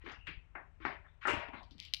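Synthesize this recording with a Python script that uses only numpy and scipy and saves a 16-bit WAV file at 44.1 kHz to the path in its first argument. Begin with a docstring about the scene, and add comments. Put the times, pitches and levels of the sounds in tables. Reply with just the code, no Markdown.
"""Cables on a workbench

Heavy cables drag over a wooden bench, knock against it and drop with a clatter that sets steel ringing.
Sleeves and cable rustle; then a plastic hand controller clicks sharply, nearer the microphone.
The workshop rumbles quietly and reverberates; a noise suppressor shortens faint tails.
Only the left channel is audible."""
import sys
import numpy as np
from scipy import signal
from scipy.io import wavfile
from scipy.ndimage import uniform_filter1d

SR = 44100
rng = np.random.default_rng(int(sys.argv[2]) if len(sys.argv) > 2 else 0)


def output_pcm(signal):
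    """Save a mono or channel-first signal as 16-bit PCM at the path in sys.argv[1].

    Samples are clipped to [-1, 1] before scaling.
    """
    pcm = np.clip(np.atleast_2d(signal).T, -1, 1) * 32767
    wavfile.write(sys.argv[1], SR, np.round(pcm).astype(np.int16))


N = 88200
TIME = np.arange(N) / SR


def from_db(db):
    """Amplitude ratio of a level in decibels."""
    return 10 ** (np.asarray(db) / 20)


def at_hz(curve, hz):
    """Interpolation along a logarithmic frequency axis."""
    frequencies, values = np.array(curve).T
    return np.interp(np.log(hz), np.log(frequencies), values)


def unit_rms(x):
    """Power normalisation to an rms of 1."""
    return x / np.sqrt(np.mean(x ** 2) + 1e-20)


def unit_blow(x, window_s=.05):
    """Energy normalisation: a transient gets the energy of an rms of 1 held for window_s."""
    return x * np.sqrt(window_s * SR / (np.sum(x ** 2) + 1e-20))


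def butterworth(x, hz, kind, order=2):
    """Filtering with a maximally flat passband."""
    sections = signal.butter(order, np.clip(hz, 10, SR * .47), kind, fs=SR, output="sos")
    return signal.sosfilt(sections, x + 1e-18)


def add(out, start_s, x):
    """Superposition: x joins the mix at start_s."""
    i = int(np.clip(start_s * SR, 0, N - 1))
    out[i:i + len(x)] += x[:N - i]


def ring(modes, spread_db):
    """Free vibration: a sum of damped modes of alternating sign, their levels scattered by spread_db."""
    t = TIME[:SR]
    out = np.zeros(SR)
    for k, (hz, db, t60) in enumerate(modes):
        decay = from_db(db + spread_db * rng.standard_normal() - 60 * t / t60)
        out += (-1) ** k * decay * np.sin(2 * np.pi * hz * t)
    return unit_blow(out)


def noise_bands():
    """Band decomposition: half octaves of white noise as (centre_hz, samples)."""
    edges = 16 * 2 ** (np.arange(21) / 2)
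    white = rng.standard_normal((2, N + SR // 4))
    return [(np.sqrt(low * top), butterworth(white[k % 2], [low, top], "band")[-N:])
            for k, (low, top) in enumerate(zip(edges, edges[1:]))]


# Spectrum of the steady background: frequency_hz, relative_density_db
NOISE_SPECTRUM = [(20, -7), (52, 4.5), (85, -2), (130, -15.5), (220, -27.5), (600, -30), (1200, -29.5),
                  (2500, -35), (4000, -52.5), (8500, -53), (11000, -101), (16000, -48)]
def room_noise(noise_db=-50, hum_hz=154.5, hum_db=-65):
    """Stationary noise: a continuous spectrum of rumble and faint hiss, with one weak line of hum."""
    rumble = unit_rms(sum(from_db(at_hz(NOISE_SPECTRUM, hz)) * band for hz, band in noise_bands()))
    return from_db(noise_db) * rumble + from_db(hum_db) * np.sin(2 * np.pi * hum_hz * TIME)


# Reverberation time of the workshop: frequency_hz, t60_s
ROOM_DECAY = [(100, 0.68), (280, 0.32), (600, 0.62), (1200, 0.34), (2400, 0.46), (4500, .35), (9000, 0.17),
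              (15000, 0.38)]
def room_responses(count, build_s=.0015, early_db=-3, early_s=0.09):
    """Diffuse decay from several places: strong early reflections, each band dying at its own rate."""
    hz, bands = map(np.array, zip(*noise_bands()))
    t = TIME[:SR * 3 // 4]
    fade = from_db(-60 * t / at_hz(ROOM_DECAY, hz)[:, None])
    swell = np.minimum(t / build_s, 1) * (1 + from_db(early_db) * np.exp(-t / early_s))
    offsets = rng.integers(0, N - len(t), count)
    tails = [swell * np.sum(fade * bands[:, i:i + len(t)], axis=0) for i in offsets]
    return [tail / np.linalg.norm(tail) for tail in tails]


def reverberation(x, room):
    """Convolution with the room's impulse response gives the reflected sound."""
    return signal.fftconvolve(x, room)[:N]


# Soft bumps of slack cable and hands: start_s, level_db, pitch_hz, t60_s
SOFT_BUMPS = [(.04, -54.5, 321.5, 0.088), (.272, -51.5, 158, 0.13), (0.37, -47, 50.7, 0.14),
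              (0.803, -54.5, 318, 0.11), (0.863, -51, 160.5, 0.077), (1.294, -49.5, 122.3, 0.22),
              (1.313, -45, 87, .2), (1.543, -58.5, 125, .15), (1.714, -56, 285, .15),
              (1.752, -56, 200, 0.062)]
def cable_bumps(room, direct_db=-1.0, room_db=-3.5):
    """Damped oscillation: each soft impact rings at a single low pitch."""
    out = np.zeros(N)
    for start_s, level_db, pitch_hz, t60_s in SOFT_BUMPS:
        mode = ring([(pitch_hz, 0, t60_s)], spread_db=0)
        bump = unit_blow(butterworth(mode, 2 * pitch_hz, "low"))
        add(out, start_s, from_db(level_db) * bump)
    return from_db(direct_db) * out + from_db(room_db) * reverberation(out, room)


# Sliding strokes of cable and sleeve: start_s, length_s, level_db, low_hz, top_hz
STROKES = [(0, 0.096, -54.5, 926, 2780), (0.042, .06, -55, 1290, 4070), (0.092, 0.051, -49.5, 700, 2240),
           (0.112, 0.0088, -54.5, 4500, 6550), (0.136, .115, -58, 2550, 2877),
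           (0.264, 0.053, -63.5, 3700, 4860), (0.558, 0.061, -76.5, 545, 2230),
           (0.798, 0.15, -48.5, 880, 2600), (0.846, 0.027, -52.5, 3200, 5080),
           (1.059, 0.056, -68, 3130, 3700), (1.537, 0.065, -60, 2600, 4260),
           (1.21, 0.11, -43.5, 1110, 2916), (1.356, 0.084, -40, 590, 2280), (1.425, 0.2, -53, 648, 1168),
           (1.784, 0.08, -52.5, 1944, 3330)]
def sliding_rustle(room, slips_per_s=3300, spread_db=3.5, attack_s=0.0089, release_s=0.004, gain_db=-6):
    """Stick-slip friction: dense little slips merge into a rustle that swells and fades with each move."""
    out = np.zeros(N)
    for start_s, length_s, level_db, low_hz, top_hz in STROKES:
        slips = (rng.random(N) < slips_per_s / SR) * rng.choice([-1, 1], N)
        strength = from_db(spread_db * np.minimum(rng.exponential(1, N), 4))
        rustle = unit_rms(butterworth(slips * strength, [low_hz, top_hz], "band", order=3))
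        attack = np.clip((TIME - start_s) / attack_s, 0, 1)
        release = np.exp(-np.maximum(TIME - start_s - length_s, 0) / release_s)
        out += from_db(level_db) * attack * release * rustle
    return from_db(gain_db) * (out + reverberation(out, room))


# Modes of the controller's plastic shell: pitch_hz, relative_level_db, t60_s
SHELL_MODES = [(1230, -9.5, .015), (2390, 2, 0.054), (3480, 14.5, 0.0037), (4030, 4.5, 0.033),
               (4730, -30.5, 0.025), (6170, 8.5, 0.0069), (7380, 6, 0.011), (12600, -26, 0.021)]
# Clicks of the shell: start_s, level_db, direct_to_reverberant_db
SHELL_CLICKS = [(1.632, -70, 0), (1.71, -65.5, -2.5), (1.782, -66, -2), (1.801, -61, 11), (1.81, -65, -21),
                (1.8263, -59.5, -5), (1.8514, -60.5, 1.5), (1.8555, -94, 1), (1.9370, -50, 8.5),
                (1.938, -57, 20), (1.9450, -78.5, 32.5), (1.9464, -62, 16), (1.9676, -64, 5)]
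def controller_clicks(room, snap_hz=(2734, 4670), crack_hz=(6800, 11300), shell_db=-12):
    """Impulse excitation: stiff plastic snaps and the shell rings briefly; harder clicks are brighter."""
    direct, into_room = np.zeros(N), np.zeros(N)
    impulse = signal.unit_impulse(SR)
    pulse = unit_blow(butterworth(impulse, snap_hz, "band"))
    crack = unit_blow(butterworth(impulse, crack_hz, "band"))
    hardest_db = max(row[1] for row in SHELL_CLICKS)
    for start_s, level_db, direct_db in SHELL_CLICKS:
        shell = from_db(shell_db) * ring(SHELL_MODES, spread_db=5)
        crack_db = -15.5 + 0.87 * (level_db - hardest_db)  # relative to the pulse
        snap = from_db(level_db) * (pulse + shell + from_db(crack_db) * crack)
        add(into_room, start_s, snap)
        add(direct, start_s, from_db(direct_db) * snap)
    return direct + reverberation(into_room, room)


# Modes of the ringing steel: pitch_hz, relative_level_db, t60_s
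STEEL_MODES = [(592, 10, 0.65), (820, 2, 0.55), (943, 5, .8), (1205, 4.5, 1), (1263, 20, 0.17),
               (1384, -56, 0.95), (1361, 24.5, 0.12), (1610, -18, .5), (1670, -27.5, 0.25),
               (1800, -16.5, 0.34), (2112, -4.5, .35), (2374, 9, 0.71), (2799, 11.5, .4)]
# Cable ends striking the bench; the later levels are relative to level_db:
# start_s, level_db, low_hz, top_hz, direct_db, tick_db, thud_db, thud_hz, steel_db
BENCH_KNOCKS = [ (0.0608, -48, 750, 2500, -30, -49, -2, 293, -38),
                (.098, -53.5, 740, 3350, -3, -58, -7.5, 429, -35),
                (0.2689, -44, 2040, 2685, -16, -30.5, -10, 280, -46),
                (0.5523, -45.5, 556, 2067, -12, -59.5, -8.5, 339, -34),
                (0.8518, -37, 602, 2150, -1.5, -69, -7, 335, -15),
                (1.046, -59, 1400, 1890, -33, -42, -23, 400, -13),
                (1.2535, -36.5, 1260, 1660, -4.5, -44, -9.5, 324, -16),
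                (1.2725, -35.5, 1020, 1590, -8.5, -18.5, -6.5, 321, -7.5),
                (1.2826, -37, 875, 2810, -4, -28, -10, 480, 2.5),
                (1.2957, -40, 1535, 2590, -9, -14, -10.5, 313, -21),
                (1.3091, -52.5, 1400, 2370, 10, -29, -7.5, 423, -5),
                (1.331, -41, 600, 2916, -31, -21.5, -4.5, 266, -10.5),
                (1.486, -61.5, 690, 3024, 2, -30, 3.5, 290, -18),
                (1.534, -49.5, 560, 2490, -11.5, -34, 0.5, 248, -20.5)]
def cable_knocks(rooms, tick_hz=(3240, 8330)):
    """Impact and resonance: a contact pulse with a hard tick and a thud of the board sets steel ringing."""
    out = np.zeros(N)
    impulse = signal.unit_impulse(SR // 10)
    for knock, room in zip(BENCH_KNOCKS, rooms):
        start_s, level_db, low_hz, top_hz, direct_db, tick_db, thud_db, thud_hz, steel_db = knock
        contact = unit_blow(butterworth(butterworth(impulse, low_hz, "high"), top_hz, "low", order=6))
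        tick = unit_blow(butterworth(impulse, tick_hz, "band", order=4))
        thud = unit_blow(butterworth(impulse, [thud_hz * .75, thud_hz * 1.3], "band"))
        blow = from_db(level_db) * (contact + from_db(tick_db) * tick + from_db(thud_db) * thud)
        add(out, start_s, from_db(direct_db) * blow)
        add(out, start_s, reverberation(blow, room))
        add(out, start_s, from_db(level_db + steel_db) * ring(STEEL_MODES, spread_db=7.5))
    return out


def suppress_noise(x, depth_db=-7, margin_db=11):
    """Spectral gating: each band is turned down while it is near its own background level."""
    _, _, bins = signal.stft(x, SR, nperseg=512, noverlap=384)
    power = uniform_filter1d(np.abs(bins[0]) ** 2, size=5, axis=0)  # left channel, smoothed in frequency
    power = uniform_filter1d(power, size=5, axis=1)  # and in time
    background = np.percentile(power, 15, axis=1, keepdims=True)
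    excess = power / (background * from_db(margin_db) ** 2 + 1e-24)
    gain = from_db(depth_db / (1 + excess ** 2))
    return signal.istft(bins * gain, SR, nperseg=512, noverlap=384)[1][:, :N]


def scene(right_db=-80):
    """Superposition at one microphone, which feeds the left channel; the right is all but silent."""
    bench, sleeves, hands, *places = room_responses(count=len(BENCH_KNOCKS) + 3)
    cables = cable_knocks(places) + cable_bumps(bench) + sliding_rustle(sleeves)
    sound = cables + controller_clicks(hands) + room_noise()
    return np.array([sound, from_db(right_db) * sound])


def record(dry, stopband_hz=17200):
    """Band limiting: a steep low-pass filter follows the noise suppressor."""
    low_pass = signal.cheby2(14, 70, stopband_hz, fs=SR, output="sos")
    return signal.sosfilt(low_pass, suppress_noise(dry))


dry = scene()
out = record(dry)
output_pcm(out)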